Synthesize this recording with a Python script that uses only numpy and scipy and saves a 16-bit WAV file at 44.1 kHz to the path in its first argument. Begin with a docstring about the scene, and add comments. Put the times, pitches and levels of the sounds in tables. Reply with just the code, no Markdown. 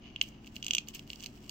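"""A quiet room, a stereo pair of microphones close to small scissors cutting a dry cicada shell.
The shell gives way in single snaps and one quick run of cracks; between them the blades rub softly
and scrape up a fine crackle. Each snap rings for a millisecond near 3 kHz, scatters off hands and
table and dies in the room, over a low rumble and hum."""
import sys
import numpy as np
from scipy import signal
from scipy.fft import rfft, irfft
from scipy.io import wavfile
from scipy.ndimage import uniform_filter1d

SR = 44100
rng = np.random.default_rng(int(sys.argv[2]) if len(sys.argv) > 2 else 0)


def generate_wav(signal):
    """Clip the signal to [-1, 1] and save it as 16-bit WAV at the path in sys.argv[1]."""
    frames = np.transpose(np.atleast_2d(signal))
    scaled = np.clip(frames, -1, 1) * 32767
    pcm = np.round(scaled).astype(np.int16)
    wavfile.write(sys.argv[1], SR, pcm)


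N = 66150

# The shell cracking, close up. Each row: start in seconds, peak in dB, ring in Hz,
# then bite, treble and sizzle in dB relative to the colour all cracks share.
SHELL_CRACKS = [ (.1610, -24, 2930, -6.5, -8, -7), (.2134, -7.5, 2828, -1.5, 0, -3.5),
                (.2261, -26.5, 2800, 5, 4, 32), (.2382, -36, 3030, -7, 5, 17),
                (.2875, -40.5, 2880, 10, 20, 30), (.4450, -41, 2890, 0, -5, 4),
                (.4605, -44, 2850, 2, 10, 13), (.4695, -38, 2770, -1, 0, 3), (.4749, -33.5, 2830, 5, 5, 16),
                (.5575, -33.5, 2880, 4, 10, 21), (.5644, -25.5, 2850, 9, -1, 15),
                (.6267, -23.5, 3000, -1.5, 4.5, 4), (.6400, -30, 3040, -4, -3, -14),
                (.6451, -24.5, 3020, 6, 9.5, 16), (.6544, -37, 3040, 1, 5, -3),
                (.6653, -19, 2860, 0.5, 11, 9), (.6819, -20.5, 3030, -4, 7, 13),
                (.6855, -29, 2870, -3, -2, 10), (.7085, -9, 2900, -2, 4, -0.5),
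                (.7191, -36, 2940, -4, 5, -17), (.7346, -14.5, 3030, 1, 11, 5),
                (.7497, -9, 3010, 5, 9, 11.5), (.7607, -42, 3100, 0, 0, 4),
                (.7675, -21.5, 2930, -14, 6, -20), (.7817, -18.5, 2840, -6, 7, 1),
                (.7829, -10, 2920, -0.5, 2.5, -1.5), (.8732, -37, 2850, 14, -6, 3),
                (.8853, -25.5, 2900, 5.5, 17.5, 27.5), (.9389, -36, 2980, 1, 0, -5),
                (.9477, -26, 2850, -1, 10, 30), (.9511, -28, 2940, 1, 7, 19.5),
                (.9554, -30.5, 2870, 2, 7, 10), (.9582, -45, 2880, -9, 0, 6),
                (.9938, -28, 2930, 3.5, 1.5, 11.5), (1.0760, -40, 2930, 12, 7, 27),
                (1.1021, -21.5, 2920, 6.5, -2.5, 2), (1.1317, -26.5, 2830, 4.5, 2, 13.5),
                (1.1581, -34, 3220, 17, 12.5, 21), (1.1983, -37, 3000, 13, 12, 3),
                (1.2052, -33, 3010, 12, 10, 9), (1.2261, -34, 3000, 0, 10, 7.5),
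                (1.2314, -41, 2950, 13, 2, 8), (1.2367, -27.5, 3040, 13, 13, 14),
                (1.2405, -34, 2830, 8, 12, 28), (1.2425, -27.5, 2940, 2, 5, 7),
                (1.2607, -22.5, 2740, 12.5, 7, 13), (1.2681, -33, 2930, 9, 10, 19),
                (1.4943, -23, 2980, 12, 11, 22)]
# That shared colour. Each row: frequency in Hz, level in dB at the left microphone, then at the right.
CRACK_COLOUR = [(298, -69, -52), (1070, -28.5, -33), (1903, -26.5, -27.5), (2223, -8, -6),
                (2622, 1.5, -2.5), (2807, 5, 7.5), (3224, -1, 5), (3594, -7, -9.5), (4450, -58.5, -4),
                (5430, -10.5, -12.5), (5830, -18.5, -11.5), (6330, -18, -3), (6860, -16.5, -35.5),
                (7440, -13.5, -16), (8270, -23, -43), (9260, -37, -32), (11400, -50.5, -37.5),
                (13360, -30.5, -34), (15640, -25, -24), (15000, -48, -43)]
# Fine crackle of the blades on the shell. 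Each row: time in seconds, level in dB.
SCRAPE_LEVELS = [(.2, -88), (.23, -57.5), (.28, -60.5), (.32, -73), (.40, -81), (.47, -60), (.51, -73),
                 (.555, -55.5), (.615, -66), (.65, -57), (.76, -55), (.85, -73), (.90, -53), (.925, -69.5),
                 (.95, -44), (0.978, -60.5), (1.061, -68), (1.111, -55), (1.145, -60), (1.19, -59.5),
                 (1.238, -51.5), (1.309, -68.5), (1.369, -59), (1.40, -67), (1.44, -59.5), (1.5, -63)]
# Colour of the crackle. Each row: frequency in Hz, relative level in dB.
SCRAPE_COLOUR = [(300, -37), (1800, -15), (2300, -6), (2950, 3.5), (3600, -10), (4700, -6.5), (5700, -7),
                 (6400, -11), (7800, -8.5), (9500, -25), (12000, -19.5), (14700, -15.5), (16000, -11)]
# Soft, dull rub of the blades before they bite. Each row: time in seconds, level in dB.
RUB_LEVELS = [(0, -73), (.03, -59.5), (.08, -57), (.11, -60.5), (.15, -65.5), (.19, -57), (.25, -70),
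              (.30, -65.5), (.35, -62), (.39, -70), (.44, -71.5), (.5, -95)]
# Colour of the rub. Each row: frequency in Hz, relative level in dB.
RUB_COLOUR = [(300, -22), (1800, -15), (2350, -4), (2950, 6), (3600, -12.5), (4800, -10.5), (5700, -21),
              (6400, -13.5), (7500, -35), (9000, -56), (16000, -49)]
# Rumble of the room. Each row: frequency in Hz, relative level in dB.
RUMBLE_COLOUR = [(15, -7), (25, -3), (35, -10), (50, -8), (90, -1.5), (170, -2), (220, -3), (310, -5),
                 (380, -7), (460, -18), (720, -18), (1400, -27), (2000, -29), (3000, -33), (4000, -38),
                 (6500, -36.5), (9000, -59), (16000, -46)]
# Tones of the room's hum. Each row: frequency in Hz, level in dB.
HUM_TONES = [(48.4, -62.5), (129.2, -66.5), (215.3, -60.5), (242.2, -64.5), (290.7, -65)]

RING_HZ = 2928  # main ring of the shared crack colour
BAND_HZ = (3420, 4490, 6200, 7260, 11900)  # body, bite, treble from and to, sizzle
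RIPPLE_DB, RIPPLE_HZ = 2.42, 512  # every splinter rings a little differently
RUN_S, RUN_BAND_HZ = .0006, 1260  # a crack takes this long to run; bands this wide sound at their own moment


def shell_cracks(size=1024, right_lag_s=.00009):
    """Each fracture runs for under a millisecond and rings briefly; finer splinters are brighter."""
    out = np.zeros((2, N + size))
    hz = np.fft.rfftfreq(size, 1 / SR)
    colour = np.array(CRACK_COLOUR, float)
    microphones = colour[:, :2], colour[:, ::2]
    right_lag = np.exp(-2j * np.pi * hz * right_lag_s)
    for start_s, peak_db, ring_hz, bite_db, treble_db, sizzle_db in SHELL_CRACKS:
        ripple_db = RIPPLE_DB * np.interp(hz / RIPPLE_HZ, np.arange(size), rng.standard_normal(size))
        delay_s = RUN_S * np.interp(hz / RUN_BAND_HZ, np.arange(size), rng.random(size))
        run = np.exp(-2j * np.pi * np.cumsum(delay_s) * SR / size)
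        own_db = ripple_db + np.interp(hz, BAND_HZ, (0, bite_db, treble_db, treble_db, sizzle_db))
        retuned_hz = hz * np.interp(hz, BAND_HZ[1:3], (RING_HZ / ring_hz, 1))  # the treble stays put
        left, right = (shell_ring(contour(mic, retuned_hz) + own_db) for mic in microphones)
        snap = irfft(np.array([left, right * right_lag]) * run)
        snap = np.roll(snap, size // 2, axis=1)
        start = int(start_s * SR)
        out[:, start:start + size] += undb(peak_db) * snap / np.abs(snap).max()
    return out[:, size // 2:size // 2 + N]


def shell_ring(db, skew=0.69):
    """Spectrum of a short ring: at skew 1 it starts at once, at 0 it rises and falls alike."""
    cepstrum = irfft(np.log(undb(db)))
    half = len(cepstrum) // 2
    cepstrum[1:half] *= 2  # fold forward for minimum phase
    cepstrum[half + 1:] = 0
    return undb(db) * np.exp(1j * skew * rfft(cepstrum).imag)


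def blade_friction(levels, colour, grains_per_s=1300, spread_db=8, shared=0.33):
    """Dense tiny slips and fractures of uneven size as the blades slide and press."""
    slips = (rng.random((3, N)) < grains_per_s / SR) * rng.choice([-1, 1], (3, N))
    grains = slips * undb(spread_db * np.clip(rng.standard_normal((3, N)), -2, 2))
    stereo = np.sqrt(shared) * grains[2] + np.sqrt(1 - shared) * grains[:2]  # both microphones hear row 2
    level_db = np.interp(np.arange(N) / SR, *np.array(levels).T)
    return unit(tint(stereo, colour)) * undb(level_db)


def reflections(x, delay_s, t60_s, db):
    """Diffuse reflections that die away, different at each microphone."""
    t = np.arange(N // 3) / SR
    decay = (t > delay_s) * np.exp(-np.log(1000) * t / t60_s)
    tail = rng.standard_normal((2, len(t))) * decay
    tail *= undb(db) / np.sqrt(np.sum(tail ** 2, axis=1, keepdims=True))
    return signal.fftconvolve(x, tail, axes=1)[:, :N]


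def room_rumble(mid_db=-54.5, apart_hz=724):
    """Low rumble of the room, nearly alike at both microphones in the bass and wider above."""
    hz = np.fft.rfftfreq(N, 1 / SR)
    mid, side = (unit(tint(rng.standard_normal(N), RUMBLE_COLOUR)) for _ in range(2))
    width = np.clip((hz / apart_hz) ** 2, .18, .9)
    side = irfft(rfft(side) * width, N)
    return undb(mid_db) * np.array([mid + side, mid - side])


def room_hum(waver_hz=3.574):
    """Faint low tones behind the scissors, each wavering in pitch on its own."""
    hum = np.zeros(N)
    for hz, db in HUM_TONES:
        cycles = rng.random() + np.cumsum(hz + waver_hz * drift(12)) / SR
        hum += undb(db) * unit(np.sin(2 * np.pi * cycles))
    return hum


def undb(db):
    """Decibels to amplitude."""
    return 10 ** (np.asarray(db) / 20)


def unit(x):
    """Scale to an RMS of 1."""
    return x / np.sqrt(np.mean(x ** 2))


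def contour(points, hz):
    """Levels in dB joined on a log-frequency axis."""
    point_hz, db = np.array(points, float).T
    return np.interp(np.log(hz + 1), np.log(point_hz), db)


def tint(x, points):
    """Give a signal the colour of (Hz, dB) points."""
    gain = undb(contour(points, np.fft.rfftfreq(N, 1 / SR)))
    return irfft(rfft(x) * gain, N)


def drift(steps_per_s):
    """Smooth random drift with a spread near 1."""
    hold = int(SR / steps_per_s)
    steps = np.repeat(rng.standard_normal(N // hold + 1), hold)
    return unit(uniform_filter1d(steps, hold)[:N])


def scene():
    """Cracks, crackle and rub up close, their duller reflections, and the room tone behind."""
    cutting = shell_cracks()
    cutting += blade_friction(SCRAPE_LEVELS, SCRAPE_COLOUR)
    cutting += blade_friction(RUB_LEVELS, RUB_COLOUR)
    dulled = signal.lfilter(*signal.butter(1, 9400, fs=SR), cutting)
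    hands_and_table = reflections(dulled, delay_s=.00121, t60_s=.016, db=-7.5)
    room = reflections(dulled, delay_s=.0061, t60_s=.19, db=-16.5)
    balance = undb([[.55], [-.55]])  # room tone is 1.1 dB louder on the left
    return cutting + hands_and_table + room + balance * (room_rumble() + room_hum())


def record(dry, top_hz=15650):
    """The recorder cuts the top steeply."""
    return signal.sosfilt(signal.ellip(8, .2, 70, top_hz, fs=SR, output="sos"), dry)


dry = scene()
out = record(dry)
generate_wav(out)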